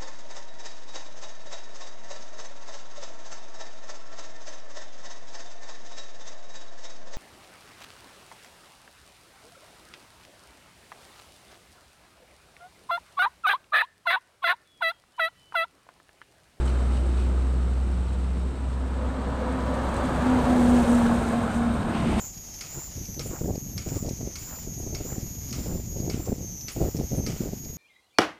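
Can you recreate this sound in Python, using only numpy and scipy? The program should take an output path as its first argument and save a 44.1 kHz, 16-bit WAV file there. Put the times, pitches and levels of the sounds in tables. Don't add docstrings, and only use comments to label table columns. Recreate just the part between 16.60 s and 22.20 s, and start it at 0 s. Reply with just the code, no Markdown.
import sys
import numpy as np
from scipy import signal
from scipy.fft import rfft, irfft, next_fast_len
from scipy.io import wavfile
from scipy.ndimage import map_coordinates

SR = 44100
rng = np.random.default_rng(int(sys.argv[2]) if len(sys.argv) > 2 else 0)


def digitize_waveform(pressure):
    field = np.atleast_2d(pressure).T
    bounded = np.clip(field, -1, 1)
    quanta = np.round(bounded * 32767).astype(np.int16)
    wavfile.write(sys.argv[1], SR, quanta)


N = 246959
T = np.arange(N) / SR
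FREQS = np.arange(N // 2 + 1) * SR / N
SPEED_M_S, LANE_M, ABREAST_S = 16.5, 7.5, 4.07
GONE_BY_S, HIDDEN_S = 0.43, 2.03

# (pitch [Hz], level [dB])
FRONT_ROAR = [(270, -12), (337, 1), (390, -4), (460, 2), (520, 3.5), (580, 1), (720, -3.5), (930, -1.5),
              (1120, -5.5), (1200, -3), (1320, -10), (1660, -11.5), (1850, -20.5), (2300, -36)]
REAR_ROAR = [(295, 2.5), (415, -6.5), (505, -2), (590, -3), (745, -0.5), (900, -5), (1100, -3.5),
             (1340, -6), (1560, -9), (1740, -9), (1980, -21), (2480, -21.5)]
# (time [s], rise [dB], half length [s])
ROAR_SURGES = [(2.44, 1.5, 0.042), (2.88, 1, 0.085), (4.31, 0.5, 0.023)]
# (pitch [Hz], level [dB])
TYRE_HISS = [(1700, -1), (1930, -8), (2200, -3.5), (2650, -7.5), (3200, -8.5), (3900, -9.5), (4870, -15.5),
             (5500, -22.5), (7000, -21.5), (8400, -22.5), (9800, -39), (11400, -36), (13000, -51),
             (15400, -51)]
# (time [s], rise [dB], half length [s])
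FRAME_SHAKES = [(3.4, 1.8, 0.12), (4.3, 1.5, .08), (4.95, 4, 0.025)]
def passing_truck(closest_s=4.06, pass_width_s=0.53):
    along = (T - closest_s) / pass_width_s
    rear_share = (1 + np.tanh(along + 0.55)) / 2
    front = doppler(colour(ripple(noise(), depth_db=2.8, width_hz=28), FRONT_ROAR))
    rear = doppler(colour(ripple(noise(), depth_db=2.8, width_hz=28), REAR_ROAR))
    roar = np.sqrt(1 - rear_share) * front + np.sqrt(rear_share) * rear
    arches = colour(noise(), [(340, -1.5), (450, -2.5), (570, -1.5), (640, -5.5), (740, -4), (900, -7.5)])
    facing = 0.74 / (1 + along ** 2) ** 2
    roar = np.sqrt(1 - facing) * roar + np.sqrt(facing) * arches
    roar *= goes_by(db=-27, falloff=0.76, forward_db=0.94) * undb(.5 * wander(45) + bumps(ROAR_SURGES))
    grit = doppler(ripple(noise() + .45 * grains(1800, 2.9), depth_db=1.8, width_hz=110))
    hiss = colour(grit * undb(.6 * wander(35)), TYRE_HISS)
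    hiss *= goes_by(db=-41.5, falloff=0.69, forward_db=0.54)
    spray = doppler(ripple(noise() + .55 * grains(1500, 2.9), depth_db=1.8, width_hz=140))
    spray *= undb(1.1 * wander(30))
    sizzle = colour(spray, [(4500, -4), (6500, 6), (8800, 5), (10000, 0.5), (13000, -8), (15500, -8)])
    sizzle *= goes_by(db=-48.5, falloff=1.44, forward_db=0.3, behind_m=2.6) * undb(bumps(FRAME_SHAKES))
    return roar + hiss + sizzle


# (start [s], length [s], level [dB], fade [dB per s])
HUM_SWELLS = [(3.645, .17, -21.1, -6), (3.862, .365, -20.4, -9), (4.274, .33, -17, 22),
              (4.625, .04, -25, 0), (4.738, .17, -22, 50), (4.96, .21, -23, 14), (5.25, .07, -28.5, 0)]
# (multiple of the hum's pitch, level [dB])
TREAD_OVERTONES = [(2, -23), (3, -24), (4, -29)]
def tread_hum(tread_hz=243.6, blocks_per_tyre=52):
    hz = tread_hz * pitch_shift()
    wheel = turns(hz / blocks_per_tyre)
    phase = turns(hz * (1 + 0.012 * np.sin(wheel)))
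    swells = np.zeros(N)
    for start, length, db, fade in HUM_SWELLS:
        on_off = sets_in(start, rise_s=.008) * (1 - sets_in(start + length, rise_s=.018))
        swells += undb(db - fade * np.clip(T - start, 0, length)) * on_off
    overtones = sum(undb(db) * beating(multiple * phase, 11) for multiple, db in TREAD_OVERTONES)
    near_tyre = (np.sqrt(2) * np.sin(phase) + overtones) * swells
    chorus_gain = goes_by(db=-33, falloff=0.084, forward_db=-0.2)
    chorus_share = chorus_gain / np.hypot(chorus_gain, swells)
    return near_tyre + beating(phase, 19.4) * chorus_gain * chorus_share


# (time [s], level [dB], half length [s])
WHINE_SWELLS = [(2.43, -40.5, .06), (2.64, -42, .12), (2.875, -35.5, .1), (3.1, -39, .07)]
def tyre_whine(at_tyre_hz=483):
    swells = sum(undb(db) * bell(s, half) for s, db, half in WHINE_SWELLS)
    hz = at_tyre_hz * pitch_shift() * (1 + .022 * wander(35))
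    return np.sqrt(2) * np.sin(turns(hz)) * swells


# (time [s], level [dB], half length [s], pitch before the Doppler shift [Hz])
ROAR_TONES = [(3.45, -42, .09, 1230), (3.6, -38.5, .07, 610), (3.81, -39, .08, 970), (3.92, -37, .06, 730),
              (4.29, -36.5, .05, 595), (4.75, -40, .05, 760), (4.95, -44, .1, 1505)]
def roar_tones():
    out = np.zeros(N)
    for s, db, half, hz in ROAR_TONES:
        phase = turns(hz * pitch_shift() * (1 + .012 * wander(25)))
        out += np.sqrt(2) * undb(db) * bell(s, half) * np.sin(phase)
    return out


# (time [s], firing rate [Hz])
FIRING_RATE = [(0, 62.6), (.75, 63.1), (1.5, 63.4), (1.75, 64), (3.5, 64.2), (4.5, 65.5), (5.6, 67)]
def firing_phase():
    return turns(np.interp(T, *np.transpose(FIRING_RATE)))


# (multiple of the firing rate, level [dB])
EXHAUST_TONES = [(1, -1), (2, -19.5), (3.42, -26), (4.13, -24), (5, -30), (5.55, -28), (6, -30)]
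# (time [s], depth [dB], half length [s])
BOOM_DIPS = [(1.45, 1, 0.068), (1.955, 7, 0.043), (2.58, 7, 0.037), (3.0, 3, 0.13), (4.76, 13, 0.089),
             (5.1, -0.5, 0.089), (5.36, 11, 0.084)]
def exhaust(loudest_s=0.41, fade_s=1.23, overtone_fade_db_per_s=4.5):
    gain = undb(-21 - bumps(BOOM_DIPS)) / np.hypot(1, (T - loudest_s) / fade_s)
    phase = firing_phase()
    tones = np.zeros(N)
    for multiple, db in EXHAUST_TONES:
        unsteady = min(multiple - 1, 1)
        drift_db = unsteady * (2.2 * wander(7) - overtone_fade_db_per_s * T)
        wobble = unsteady * .25 * wander(6)
        tones += undb(db + drift_db) * np.sin(multiple * phase + wobble)
    roughness = .3 * sets_in(3.0, rise_s=0.27) * beating(phase, 28)
    return (np.sqrt(2) * tones + roughness) * gain


# (pitch [Hz], level [dB])
LEAVING_ROAR = [(300, -1.5), (360, -1), (480, -0.5), (630, -5), (850, -6), (1110, -10), (1260, -7),
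                (1700, -15.5), (2200, -24.5)]
TRAILER_RATTLE = [(1700, -6.5), (2100, -2), (2400, -4), (2900, -3), (3300, -7), (4050, -5), (4500, -8.5),
                  (5500, -11.5), (6600, -13.5), (8400, -10), (9300, -16.5), (10300, -23.5), (12000, -28.5),
                  (15400, -35)]
# (time [s], rise of the rattle [dB], half length [s])
ROAD_JOLTS = [(.085, 3, 0.03), (.355, 3, 0.046), (.6, 3, 0.035)]
def leaving_truck(drone_hz=175.4):
    throb = 1 + .16 * np.cos(firing_phase())
    roar = colour(noise() * undb(0.15 * wander(25)), LEAVING_ROAR) * throb * recedes(db=-37, falloff=0.45)
    phase = turns(drone_hz * (1 + .01 * wander(12)))
    low_tone = np.sin(phase) * undb(-40.5 + 2 * wander(4.6)) * bell(1.6, half_s=1.7)
    octave = np.sin(2 * phase) * recedes(db=-43, falloff=0.7) * undb(2 * wander(3.6))
    drone = (low_tone + octave) * (1 - sets_in(HIDDEN_S, rise_s=0.063))
    jangle = ripple(noise() + .4 * grains(2500, 2.6), depth_db=1.6, width_hz=110)
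    rattle = colour(jangle * undb(0.56 * wander(30)), TRAILER_RATTLE) * recedes(db=-50, falloff=0.29)
    return roar + drone + rattle * undb(bumps(ROAD_JOLTS))


# (time [s], peak level [dB], main pitch [Hz])
FITTING_KNOCKS = [(.079, -33.3, 3005), (.1, -40, 2950), (.318, -41.5, 2990), (.37, -39, 2950),
                  (.461, -44, 2810), (.572, -41.5, 4100), (.597, -38, 2520), (3.19, -39.5, 3950),
                  (3.362, -36.5, 4050), (3.788, -32.5, 4050), (3.9, -37.5, 3950), (4.466, -36.5, 3850)]
# (time [s], peak level [dB], main pitch [Hz])
FRAME_CLUNKS = [(3.553, -24, 869), (3.905, -22, 713), (4.019, -19, 522), (4.071, -22, 474),
                (4.143, -22, 641), (4.288, -20, 700), (4.505, -22, 890), (5.154, -21.5, 530)]
def loose_steel():
    knocks = steel_hits(FITTING_KNOCKS, crack_hz=(1200, 5500))
    clunks = steel_hits(FRAME_CLUNKS, crack_hz=(400, 1600))
    return knocks + clunks


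# (multiple of the main pitch, level [dB], time to fade by 60 dB [s])
STEEL_TONES = [(.45, -5, .04), (.75, -6, .03), (.83, -7, .04), (1, 0, .055), (1.36, -7, .04),
               (1.57, -10, .04)]
def steel_hits(hits, crack_hz, crack_s=.01):
    out = np.zeros(N)
    t = T[:SR // 8]
    multiple, tone_db, ring_s = np.transpose(STEEL_TONES)[:, :, None]
    band = signal.butter(2, crack_hz, "band", fs=SR, output="sos")
    for s, db, hz in hits:
        share, detune = rng.standard_normal((2, len(multiple), 1))
        fades = undb(tone_db + 2 * share - 60 * t / ring_s)
        tones = np.sin(2 * np.pi * hz * multiple * (1 + .005 * detune) * t)
        crack = signal.sosfilt(band, rng.standard_normal(len(t))) * np.exp(-t / crack_s)
        place(out, (fades * tones).sum(0) + 1.2 * crack, s, db)
    return out


# (pitch [Hz], width [Hz], level [dB])
PANEL_TONES = [(495, 30, 0), (610, 30, -1), (690, 28, -2), (770, 30, -1), (925, 32, -3), (1130, 35, -2),
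               (1370, 35, -4), (1570, 40, -5), (1720, 40, -7)]
def panel_clatter(blows_per_s=55):
    blows = (rng.random(N) < blows_per_s / SR) * rng.uniform(.5, 1, N)
    t = T[:SR // 8]
    chatter = np.zeros(N)
    for hz, width, db in PANEL_TONES:
        ring = np.exp(-np.pi * width * t) * np.sin(2 * np.pi * hz * t)
        chatter += undb(db) * signal.fftconvolve(blows * noise(), ring)[:N]
    nearness, _ = bearing()
    return unit(doppler(chatter)) * undb(-33.3) * nearness ** .7 * sets_in(4.2, rise_s=.1)


# (time [s], peak level [dB], pitch [Hz], fade time [s])
GRIT_CLINKS = [(.056, -45, 8400, .009), (.465, -48, 8400, .009), (1.53, -48.5, 8300, .009),
               (2.925, -45, 8600, .003), (3.14, -45.5, 8300, .012), (3.29, -46, 7430, .01),
               (3.341, -40, 8500, .003), (3.365, -39.5, 8100, .012), (3.45, -43, 8200, .012),
               (3.697, -43, 7440, .012), (4.027, -40, 8820, .005), (4.166, -37.5, 6940, .012),
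               (4.294, -38.5, 8610, .008), (4.316, -37, 8410, .01), (4.345, -38, 8300, .01),
               (4.67, -42.5, 7200, .012), (4.915, -43.5, 8400, .008), (4.943, -43.5, 8000, .01),
               (4.968, -43.5, 8400, .01), (5.14, -49, 9000, .009)]
def grit_clinks():
    out = np.zeros(N)
    t = T[:SR // 20]
    for s, db, hz, fade_s in GRIT_CLINKS:
        band = signal.butter(4, [hz * .72, hz * 1.17], "band", fs=SR, output="sos")
        crack = signal.sosfilt(band, rng.standard_normal(len(t)))
        ring = .25 * np.sin(2 * np.pi * hz * t)
        place(out, (crack + ring) * np.exp(-t / fade_s), s, db)
    return out


# (pitch [Hz], width [Hz], level [dB])
WHISTLE_TONES = [(8880, 800, 0), (11950, 1100, -11), (7150, 500, -7), (3950, 500, 1)]
def whistle():
    tones = sum(undb(db) * beating(turns(hz * pitch_shift()), width / 2)
                for hz, width, db in WHISTLE_TONES)
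    return unit(tones) * undb(-57.5 + 1.8 * wander(12)) * sets_in(3.9, rise_s=0.14)


# (pitch [Hz], level [dB])
LEAVING_RUMBLE = [(20, -8), (45, -10), (70, 2), (100, 1), (140, -6), (190, -4.5), (250, -3), (300, -11.5),
                  (400, -28)]
PASSING_RUMBLE = [(20, 0), (45, -4.5), (70, 1), (95, 3), (135, 0), (170, 3.5), (220, 4.5), (310, -8.5),
                  (400, -27.5), (600, -17.5)]
def rumble():
    leaving = colour(noise(), LEAVING_RUMBLE) * recedes(db=-34.5, falloff=0.18)
    passing = colour(noise(), PASSING_RUMBLE) * undb(.5 * wander(3.9))
    return leaving + passing * goes_by(db=-28.5, falloff=0.51, forward_db=-0.84)


# (pitch [Hz], level [dB])
WAKE_GUST = [(20, -7), (50, -1), (95, -3.5), (160, 1.5), (230, -1.5), (350, -6)]
LEAF_FLUTTER = [(500, 7), (700, 14), (1400, 2.5), (2200, 4), (3000, 1.5), (3900, -6), (5500, -12),
                (8400, -23), (11000, -30), (15400, -42)]
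LEAF_RUSTLE = [(4000, 3.5), (5500, -5), (8400, 2.5), (10500, -7), (15400, -21)]
# (time [s], rise [dB], half length [s])
LEAF_FLARES = [(5.365, 3, .045), (5.52, 2, .025), (5.595, 7, .012)]
def wake():
    gust = colour(noise(), WAKE_GUST) * undb(-23 + 1.7 * wander(6.5)) * sets_in(5.43, rise_s=0.16)
    flutter = (noise() + .4 * grains(1500, 2.8)) * undb(1.1 * wander(25))
    leaves = colour(flutter, LEAF_FLUTTER) * undb(-38) * sets_in(5.31, rise_s=.035)
    rustle = colour(noise(), LEAF_RUSTLE) * undb(-50.5) * sets_in(5.42, rise_s=0.079)
    return gust + (leaves + rustle) * undb(bumps(LEAF_FLARES))


def bearing(behind_m=0):
    along = SPEED_M_S * (T - ABREAST_S) - behind_m
    distance = np.hypot(along, LANE_M)
    return LANE_M / distance, -along / distance


def goes_by(db, falloff, forward_db, behind_m=0):
    nearness, heading = bearing(behind_m)
    emerges = sets_in(2.33, rise_s=0.27)
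    return undb(db + forward_db * heading) * nearness ** falloff * emerges


def recedes(db, falloff, hidden_db_per_s=1):
    hidden_db = hidden_db_per_s * np.maximum(T - HIDDEN_S, 0)
    return undb(db - hidden_db) * (GONE_BY_S / (GONE_BY_S + T)) ** falloff


def pitch_shift(sound_m_s=343):
    _, heading = bearing()
    return 1 / (1 - SPEED_M_S / sound_m_s * heading)


def doppler(x):
    return map_coordinates(x, [np.cumsum(pitch_shift())], order=3, mode="grid-wrap")


def ripple(x, depth_db, width_hz):
    peaks = np.interp(FREQS / width_hz, np.arange(1000), rng.standard_normal(1000))
    return unit(irfft(rfft(x) * undb(depth_db * peaks * FREQS / (FREQS + 1000)), N))


def colour(x, points):
    hz, db = np.transpose(points)
    octave = np.log2(FREQS + 1)
    beyond = np.abs(octave - np.clip(octave, np.log2(hz[0]), np.log2(hz[-1])))
    return unit(irfft(rfft(x) * undb(np.interp(octave, np.log2(hz), db) - 21 * beyond), N))


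def beating(phase, rate):
    return unit(wander(rate) * np.sin(phase) + wander(rate) * np.cos(phase))


def wander(rate):
    size = next_fast_len(N)
    hz = np.arange(size // 2 + 1) * SR / size
    return unit(irfft(rfft(noise(), size) * np.exp(-(hz / rate) ** 2), size)[:N])


def grains(rate, spread_db):
    clicks = (rng.random(N) < rate / SR) * noise()
    return unit(clicks * undb(spread_db * np.minimum(rng.exponential(size=N), 4)))


def place(out, hit, at_s, peak_db):
    start = int(at_s * SR)
    out[start:start + len(hit)] += undb(peak_db) * hit / np.abs(hit).max()


def turns(hz):
    return 2 * np.pi * np.cumsum(hz) / SR


def sets_in(at_s, rise_s):
    return (1 + np.tanh((T - at_s) / rise_s / 2)) / 2


def bell(at_s, half_s):
    return np.exp(-((T - at_s) / half_s) ** 2)


def bumps(table):
    return sum(db * bell(s, half) for s, db, half in table)


def noise():
    return rng.standard_normal(N)


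def unit(x):
    return x / np.sqrt(np.mean(x ** 2))


def undb(db):
    return 10 ** (np.asarray(db) / 20)


def scene():
    trucks = exhaust() + leaving_truck() + passing_truck()
    tones = tread_hum() + tyre_whine() + roar_tones() + whistle()
    background = rumble() + wake()
    rattles = loose_steel() + panel_clatter() + grit_clinks()
    return (trucks + tones + rattles + background)[None]


def record(dry, port_hz=8300, top_hz=15500):
    port_ring = signal.lfilter(*signal.iirpeak(port_hz, Q=6.5, fs=SR), dry)
    top_cut = signal.ellip(10, .2, 80, top_hz, fs=SR, output="sos")
    return signal.sosfilt(top_cut, dry + 0.5 * port_ring)


dry = scene()
out = record(dry)
digitize_waveform(out)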